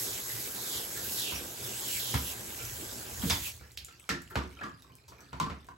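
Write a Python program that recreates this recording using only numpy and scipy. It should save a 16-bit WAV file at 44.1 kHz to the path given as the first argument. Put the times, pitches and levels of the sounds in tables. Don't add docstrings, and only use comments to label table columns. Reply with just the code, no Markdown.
import sys
import numpy as np
from scipy import signal
from scipy.fft import rfft, irfft, next_fast_len
from scipy.io import wavfile
from scipy.ndimage import uniform_filter1d

SR = 44100
rng = np.random.default_rng(int(sys.argv[2]) if len(sys.argv) > 2 else 0)


def to_wav(sig):
    pcm = np.clip(np.atleast_2d(sig), -1, 1) * 32767
    pcm = np.round(pcm).astype(np.int16)
    wavfile.write(sys.argv[1], SR, pcm.T)


N = 254452

# (time [s], mist level before the swells of the passes [dB])
FLOW = [(0, -31.5), (.24, -38.5), (.55, -37), (.9, -38), (1.14, -34), (1.3, -37), (1.42, -39.5),
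        (1.56, -42.5), (1.68, -36), (1.85, -36), (2.2, -39), (2.38, -41.5), (2.6, -39.5), (2.9, -41),
        (3.17, -41), (3.28, -34.5), (3.4, -38), (3.49, -40), (3.52, -47), (3.57, -53.5), (3.64, -63.5),
        (3.75, -63)]
# (peak time [s], build-up [s], leaving [s],
# mist swell [dB], patter level at the peak [dB], first pitch [Hz], last pitch [Hz])
PASSES = [(.13, 0.14, 0.13, -0.5, -48.5, 3800, 3130), (.31, 0.081, 0.061, 4, -70, 3600, 3600),
          (.47, 0.18, 0.025, 2.5, -55.5, 3700, 3600), (.78, 0.25, 0.081, 3.5, -43.5, 4300, 2920),
          (.97, 0.029, 0.26, 0.5, -55, 3620, 3600), (1.2, 0.065, 0.075, 5, -46.5, 3900, 3280),
          (1.27, 0.1, 0.17, -0.5, -37.5, 2780, 2500), (1.7, 0.03, 0.14, -1, -51.5, 2800, 2620),
          (1.952, 0.12, 0.081, 4, -45, 3340, 2060), (2.1, 0.3, 0.22, 4.5, -41.5, 3280, 3150),
          (2.318, 0.079, .03, 4.5, -46, 2850, 2660), (2.6, 0.013, .08, -2, -47.5, 2500, 2220),
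          (3.07, 0.048, 0.088, -1.5, -54, 2740, 2520), (3.3, 0.047, 0.039, 1, -43, 3600, 3450),
          (3.465, 0.05, 0.067, 4, -42.5, 2800, 2420)]
# (time [s], crack [dB], hollow ring [dB],
# thud [dB], boom [dB], struck note [Hz], contact decay [s], crack dullness [dB per octave],
# ring damping [times its free width])
KNOCKS = [(.962, -41, -39, -51, -45, 1650, 0.028, 10, 0.82),
          (1.322, -35.5, -38, -38, -33.5, 1110, 0.0034, 15, 1.7),
          (2.1419, -23.5, -23, -31.5, -21, 1120, 0.0044, 4, 4.5),
          (2.1507, -31, -34, -36, -46, 1310, 0.01, 13, 3.3),
          (2.589, -50, -41, -54, -55, 1360, 0.031, -6.5, 1.1),
          (3.226, -30, -49, -25.5, -35, 1580, 0.0047, 9.5, 1.5),
          (3.299, -15.5, -37, -62, -29.5, 900, 0.003, 0.5, 1.6),
          (3.3016, -18.5, -38, -46, -39, 2040, 0.0058, 3, 1.5),
          (3.3085, -22.5, -27.5, -40, -48, 950, 0.0037, 1, 1.4),
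          (3.317, -24, -36, -40.5, -49, 970, 0.012, 4, 1.5),
          (3.6106, -53, -47, -55, -42.5, 1370, 0.0077, 23, 1.5),
          (3.633, -67, -50, -70, -59, 1670, .012, 0, 1.2),
          (3.8843, -44, -48, -57, -54, 1360, 0.0037, 5.5, 0.88),
          (4.0917, -17.5, -23, -30, -44, 1480, 0.0015, 4, 0.67),
          (4.1056, -44, -23.5, -37.5, -40, 1670, 0.0041, 2, 0.47),
          (4.3026, -41, -45, -57, -54, 1670, 0.015, -17, .4),
          (4.303, -60, -43, -64, -60, 1360, .015, 5, 0.32), (4.31, -53, -49, -65, -60, 884, 0.016, 10, .6),
          (4.319, -61, -45, -70, -62, 355, 0.011, 12, 1.2),
          (4.356, -23.5, -21.5, -31.5, -24.5, 1150, 0.0039, 11, 2.8),
          (4.3718, -34, -31, -50, -46, 930, 0.007, 3, 4.3), (4.431, -44, -46, -46, -58, 355, 0.017, 6, 1.4),
          (4.569, -55, -46, -55, -62, 1420, 0.0045, 20, .7),
          (4.593, -54, -43, -66, -58, 1400, .01, 15, 1.6),
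          (4.612, -39, -32, -48, -51, 1560, 0.008, 16, 1.9),
          (4.6344, -35.5, -30, -37.5, -52, 1160, 0.0044, 6, 1.4),
          (4.636, -58, -38.5, -49, -62, 1610, 0.0033, 2, 1.5),
          (4.662, -48, -35.5, -51, -60, 1180, 0.0032, 10, 1.2),
          (4.8443, -72, -51, -65, -73, 1020, 0.0037, 1, 1.2),
          (4.898, -64, -51, -57, -53, 1040, 0.006, 18, 0.75),
          (5.081, -43.5, -50, -57.5, -74, 910, 0.029, -4.5, 3.5),
          (5.12, -47, -44.5, -59, -64, 1100, 0.006, 13, 2.4),
          (5.19, -55, -50.5, -62, -66, 1540, 0.073, 20, 3.1),
          (5.3305, -36.5, -33, -43, -35.5, 960, 0.0025, 10.5, 1.6),
          (5.4002, -23.5, -18.5, -28.5, -37, 1040, 0.001, 4, 0.86),
          (5.425, -40, -33, -35.5, -48, 1040, .004, 8, 0.92),
          (5.463, -55, -34.5, -39, -47, 1040, 0.0083, 15, 1.1),
          (5.4992, -32.5, -33.5, -44, -33.5, 1130, 0.0039, 11, 1.8),
          (5.687, -58, -35, -54, -52, 1000, 0.0044, 25, 1.4)]
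# (time [s], guide level for the runoff and its droplets [dB])
TRICKLE = [(3.5, -47), (3.58, -56.5), (3.74, -64), (3.9, -61), (4.3, -61), (4.6, -60), (4.95, -69),
           (5.36, -61.5), (5.77, -70)]


def amp(db):
    return 10 ** (np.asarray(db) / 20)


def unit(x):
    return x / np.sqrt(np.mean(x ** 2) + 1e-20)


def peak(x):
    return x / np.abs(x).max()


def along(points, hz):
    f, v = np.transpose(points)
    return np.interp(np.log(hz + 1), np.log(f + 1), v)


def spectrum(points):
    return lambda hz: amp(along(points, hz))


def automation(points):
    s, value = np.transpose(points)
    return np.interp(np.arange(N) / SR, s, value)


def filtered(x, response):
    n = x.shape[-1]
    m = next_fast_len(n + 8192)
    return irfft(rfft(x, m) * response(np.fft.rfftfreq(m, 1 / SR)), m)[..., :n]


def modes(table):
    def response(f):
        total = 0
        for k, (centre, width, db) in enumerate(table):
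            resonance = 1j * f * width / (centre * centre - f * f + 1j * f * width)
            total = total + (-1) ** k * amp(db) * resonance
        return total
    return response


def lumpy_noise(response, patchy_db, grainy_db):
    lumps = uniform_filter1d(rng.standard_normal((2, N)), size=40, axis=1)
    grains = rng.standard_normal((2, N)) * amp(grainy_db * unit(lumps))
    z = signal.stft(grains, nperseg=512)[2]
    field = uniform_filter1d(rng.standard_normal(z.shape[1:]), size=8, axis=0)
    field = uniform_filter1d(field, size=10, axis=1)
    patched = signal.istft(z * amp(patchy_db * unit(field)), nperseg=512)[1][:, :N]
    return unit(filtered(patched, response))


def add(out, s, sound):
    part = out[:, round(s * SR):][:, :sound.shape[1]]
    part += sound[:, :part.shape[1]]


def in_room(dry, wet_db):
    # (frequency [Hz], time to fall 60 dB [s])
    decay = [(100, 0.46), (500, 0.31), (2000, 0.32), (6000, 0.25), (15000, 0.19)]
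    hz, t, z = signal.stft(rng.standard_normal((2, len(dry))), SR, nperseg=256)
    fading = amp(-60 * t / along(decay, hz)[:, None])
    tail = signal.istft(z * fading, SR, nperseg=256)[1][:, :len(dry)]
    tail = np.pad(tail / np.linalg.norm(tail[0]), ((0, 0), (150, 0)))
    wet = signal.fftconvolve(dry[None], tail, axes=1)[:, :len(dry)]
    return dry * [[1], [0]] + amp(wet_db) * wet


def nearness(t):
    return np.array([np.interp(t, [s - build, s, s + leave], [0, 1, 0])
                     for s, build, leave, *_ in PASSES])


def gliding(x):
    times, pitches = [], []
    for top, build, leave, _, _, first_hz, last_hz in PASSES:
        times += [top - build, top + leave / 2]
        pitches += [first_hz, last_hz]
    hz, t, z = signal.stft(x, SR, nperseg=512)
    centre = np.interp(t, np.maximum.accumulate(times), pitches)
    octaves = np.log2((hz[:, None] + 1) / centre)
    gain_db = np.where(octaves < 0, 45 * octaves, -16 * octaves)
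    return signal.istft(z * amp(gain_db), SR, nperseg=512)[1][:, :N]


def spray():
    # (frequency [Hz], relative level per Hz [dB])
    mist_colour = [(900, -41), (1800, -10), (2600, -11.5), (3500, -10), (5500, -4.5), (7500, -1.5),
                   (9500, -4), (11500, 0.5), (14000, -6.5), (15800, -1)]
    patter_range_db, rest_patter_db = 6, -23
    t = np.arange(N) / SR
    flow_db, near = automation(FLOW), nearness(t)
    swell_db, patter_db = np.transpose(PASSES)[3:5, :, None]
    running = np.arange(N) < FLOW[-1][0] * SR
    mist = lumpy_noise(spectrum(mist_colour), patchy_db=2.0, grainy_db=1.73)
    mist_level = amp(flow_db + (swell_db * near).sum(0))
    patter = unit(gliding(lumpy_noise(lambda f: f > 800, patchy_db=1.2, grainy_db=2)))
    pass_levels = np.sqrt(near) * amp(patter_db - patter_range_db * (1 - near))
    patter_level = amp(flow_db + rest_patter_db) + pass_levels.sum(0)
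    return running * (mist_level * mist + patter_level * patter)


def knocks():
    # (frequency [Hz], free width [Hz], level before focus on the struck note [dB])
    hollow_notes = [(355, 18, 4), (654, 57, 0), (806, 39, -14), (884, 54, -7.5), (1040, 59, -3),
                    (1163, 28, -3), (1360, 67, 0), (1567, 64, -13), (1670, 32, -5), (1790, 190, -7),
                    (2040, 16, -10)]
    # (frequency [Hz], width [Hz], level before dulling [dB])
    rim_notes = [(2140, 270, -5.5), (2500, 24, -34), (2920, 190, -18), (3440, 110, 13.5), (4400, 430, -1),
                 (4920, 39, 13), (5700, 440, -1)]
    # (frequency [Hz], width [Hz], relative level [dB])
    boom_modes = [(69.6, 5.3, -9.5), (131, 33, -18.5)]
    # (frequency [Hz], width [Hz], relative level [dB])
    thud_modes = [(167, 40, -6.5), (272.7, 30, -2.5), (348, 11.6, -1), (463, 38, -6)]
    room_lag_s = 0.0062
    rim_loss_db, focus_db = 1.3, 45

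    def vary(centre, spread):
        return centre * (1 + spread * rng.normal())

    out, t = np.zeros((2, N)), np.arange(SR // 2) / SR
    for s, crack_db, ring_db, thud_db, boom_db, ring_hz, contact_s, dull_db, damping in KNOCKS:
        push = rng.standard_normal(len(t)) * np.exp(-t / contact_s)

        rim = modes([(vary(c, .02), w, db + rng.normal(0, 3) - rim_loss_db * max(dull_db, 0))
                     for c, w, db in rim_notes])

        def edge(f):
            tilt = amp(-dull_db * np.log2(f / 4000 + 0.25))
            band = 1j * f / (1500 + 1j * f) / (1 + 1j * f / 11000) ** 3
            return tilt * band * (1 + rim(f))

        snap = peak(filtered(1. * (t == t[64]), edge))
        scuff = peak(filtered(push, edge))

        struck = [(vary(c, .005), w * damping,
                   db + rng.normal(0, 1.5) - focus_db * abs(np.log2(c / ring_hz))) for c, w, db in hollow_notes]
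        ring = peak(filtered((t == 0) + 0.15 * push, modes(struck)))

        thud_room = modes([(vary(c, .018), w, db + rng.normal(0, 1.0)) for c, w, db in thud_modes])
        soft_push = np.abs(push) * (1 - np.exp(-t / 0.0012))
        thud = peak(filtered(soft_push, thud_room))
        boom = peak(filtered(np.abs(push), modes(boom_modes)))

        add(out, s, in_room(amp(ring_db) * ring, wet_db=-2.0))
        add(out, s + room_lag_s, in_room(amp(thud_db) * thud, wet_db=3.0))
        add(out, s - t[64], in_room(amp(crack_db) * snap, wet_db=10.0))
        add(out, s, amp(crack_db) * scuff * [[1], [.3]])
        add(out, s + room_lag_s, amp(boom_db) * boom * [[1], [.2]])
    return out


def drips():
    # (time [s], bubble peak [dB], tick peak [dB], nominal bubble pitch [Hz])
    drops = [(0.2994, -35.5, -37, 1940), (.38, -44, -40, 2000), (.455, -41, -40, 2300),
             (0.829, -40, -40, 3020), (1.355, -33, -38, 5600), (2.652, -35.5, -22, 5950),
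             (3.219, -34.5, -36, 3230), (3.595, -52, -60, 2220), (3.7186, -60, -35, 6030),
             (3.774, -67, -20.5, 3360), (3.8477, -40.5, -25, 7100), (3.8644, -54, -44, 6800),
             (3.926, -54, -38, 2740), (3.998, -50, -36, 8000), (4.0416, -56, -54, 2300),
             (4.2197, -59, -32, 7400), (4.512, -54, -46, 2270), (4.5718, -47, -55, 3060),
             (4.59, -40, -57, 2420), (4.74, -55, -60, 4800), (4.8226, -52, -35.5, 3800),
             (4.905, -59, -62, 2340), (4.9213, -57, -46, 3020), (4.9538, -85, -35, 7300),
             (4.985, -56, -58, 2350), (5.041, -59, -58, 2470), (5.13, -56, -50, 2390),
             (5.184, -51, -47, 2340), (5.206, -50.5, -38, 5960), (5.285, -60, -60, 3540),
             (5.6022, -57, -60, 3550), (5.646, -65, -42, 2400), (5.669, -74, -42, 7140)]
    bubble_s = .0013
    out, t = np.zeros((2, N)), np.arange(SR // 3) / SR
    for s, bubble_db, tick_db, hz in drops:
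        u = t / bubble_s
        rising = .98 + .01 * np.minimum(u, 5)
        bubble = u * np.exp(1 - u) * np.sin(2 * np.pi * hz * t * rising)
        splat = t / .0002 * np.exp(-t / .0002) * np.sin(2 * np.pi * hz * t * (.8 + t / .0015))
        click = filtered(1. * (t == 0), modes([(3.56 * hz, 5.2 * hz, 0)]))
        tick = peak(splat + 1.6 * click)
        add(out, s, in_room(amp(bubble_db) * bubble + amp(tick_db) * tick, wet_db=-1.0))
    return out


def plop():
    # (time [s], peak [dB], first pitch [Hz], last pitch [Hz], length [s])
    big_drops = [(3.774, -30, 1670, 7500, 0.0052)]
    out, t = np.zeros((2, N)), np.arange(SR // 3) / SR
    for s, db, first_hz, last_hz, length in big_drops:
        u = np.minimum(t / length, 1)
        phase = 2 * np.pi * np.cumsum(first_hz * (last_hz / first_hz) ** u) / SR
        note = np.sin(np.pi * u ** 1.1) * np.sin(phase)
        add(out, s, in_room(amp(db) * note, wet_db=-4.0))
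    return out


def trickle():
    # (frequency [Hz], relative level per Hz [dB])
    runoff_colour = [(500, 7), (1100, 9), (2500, 10.5), (5000, 10), (8000, 6.5), (12000, 3), (15800, -6.5)]
    runoff = lumpy_noise(spectrum(runoff_colour), patchy_db=4, grainy_db=4)
    return amp(automation(TRICKLE) - 1.5) * runoff


def droplets(count=220):
    out, t = np.zeros((2, N)), np.arange(SR // 40) / SR
    start = TRICKLE[0][0]
    level_db = automation(TRICKLE)
    for when, pitch, size, side in rng.random((count, 4)):
        s = start + when * (N / SR - start - .03)
        hz = 1700 * 4.5 ** pitch
        note = np.sin(2 * np.pi * hz * t) * np.exp(-t * hz / 4) * (1 - np.exp(-t / .0003))
        size_db = 7 - 4 * np.log(size + 3e-2)
        add(out, s, amp(level_db[round(s * SR)] + size_db) * note * [[1], [2 * side - 1]])
    return out


def drumming():
    # (time [s], level [dB])
    bass = [(0.0, -57), (0.51, -56.5), (0.64, -58), (2.22, -52.5), (2.33, -53.5), (3.05, -51), (3.33, -36),
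            (3.5, -51), (3.7, -55), (3.94, -59), (4.15, -69), (4.29, -50), (4.95, -63), (5.37, -60.5),
            (5.5, -56), (5.77, -58)]
    # (frequency [Hz], relative level per Hz [dB])
    drum_colour = [(130, -35), (190, -0.5), (290, -2.5), (360, 2.5), (460, 0), (600, -4.5), (1000, -6),
                   (1600, -11), (2500, -23.5), (5000, -61)]
    shut_s, hum_die, drum_die = 3.21, 50, 96
    hum_db, drum_db, follow = -53, -47.5, 0.45
    hum_quiet_db, drum_quiet_db = -67, -69.5
    hum_stir_db, drum_stir_db, stir_t60 = -15.5, -26, 0.16
    t, flow_db = np.arange(N) / SR, automation(FLOW)
    held_flow_db = np.where(t < shut_s, flow_db, flow_db[round(shut_s * SR)])
    loss_db = follow * (held_flow_db - flow_db.max())
    since_shut = np.maximum(t - shut_s, 0)
    hum_level = amp(hum_db + loss_db - hum_die * since_shut) + amp(hum_quiet_db)
    drum_level = amp(drum_db + loss_db - drum_die * since_shut) + amp(drum_quiet_db)
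    for s, _, _, thud_db, boom_db, *_ in KNOCKS:
        stir = (t > s) * amp(-60 * np.abs(t - s) / stir_t60)
        hum_level += amp(boom_db + hum_stir_db) * stir
        drum_level += amp(thud_db + drum_stir_db) * stir
    boom = lumpy_noise(lambda f: modes([(72, 45, 0)])(f) ** 2, patchy_db=2.0, grainy_db=5.5)
    hum = lumpy_noise(lambda f: modes([(118, 30, 0)])(f) ** 2, patchy_db=2.0, grainy_db=4.0)
    drum = lumpy_noise(spectrum(drum_colour), patchy_db=2.5, grainy_db=0.3)
    whistle = lumpy_noise(modes([(1566, 45, 0)]), patchy_db=.8, grainy_db=1.0)
    return amp(automation(bass)) * boom + hum_level * hum + drum_level * (drum + amp(-10.0) * whistle)


def thinned(x):
    # (start [s], end [s], first frequency [Hz], last frequency [Hz], greatest depth [dB])
    thin_bands = [(.07, .24, 2750, 2250, 22), (.57, .84, 3080, 2280, 20), (1.1, 1.36, 2280, 1980, 16)]
    hz, t, z = signal.stft(x, SR, nperseg=1024)
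    for start, end, first_hz, last_hz, depth_db in thin_bands:
        u = np.clip((t - start) / (end - start), 0, 1)
        octaves = np.log2((hz[:, None] + 1) / (first_hz * (last_hz / first_hz) ** u))
        strength = np.sqrt(np.abs(np.sin(np.pi * u)))
        z = z * amp(-depth_db * strength * np.exp(-(octaves / .085) ** 2))
    return signal.istft(z, SR, nperseg=1024)[1][:, :N]


def scene():
    # (frequency [Hz], correlation, held to 0.93 at most)
    likeness = [(60, 1), (290, 0.87), (640, 0.72), (1400, 0.13), (3000, 0.23), (5500, 0.22), (7200, 0.82),
                (15000, 1)]
    # (frequency [Hz], lead [radians])
    lead = [(300, -.2), (650, -.9), (1040, -1.9), (1500, -1.1), (2500, -.4), (4100, -.8), (5700, 0),
            (7600, 0), (9500, 3.14), (12000, 6.28), (14300, 9.42), (16300, 12.56)]
    # (frequency [Hz], left over right [dB])
    balance = [(60, -2), (300, -3), (1200, 1.5), (4000, -4.5), (8000, -0.5)]
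    water = thinned(spray() + drumming()) + trickle() + droplets()
    shared, other = water + knocks() + drips() + plop()

    def turn(hz):
        return np.arccos(np.clip(along(likeness, hz), 0, .93)) / 2

    def port(hz, way):
        return amp(way * along(balance, hz) / 2) * np.exp(way * .5j * along(lead, hz))

    ports = []
    for way in (1, -1):
        common = filtered(shared, lambda hz: port(hz, way) * np.cos(turn(hz)))
        apart = filtered(other, lambda hz: port(hz, way) * np.sin(turn(hz)))
        ports.append(common + way * apart)
    return np.array(ports)


def record(dry):
    top_hz = 15850
    return filtered(dry, lambda hz: (1j * hz / (42 + 1j * hz)) ** 2 * (hz < top_hz))


dry = scene()
out = record(dry)
to_wav(out)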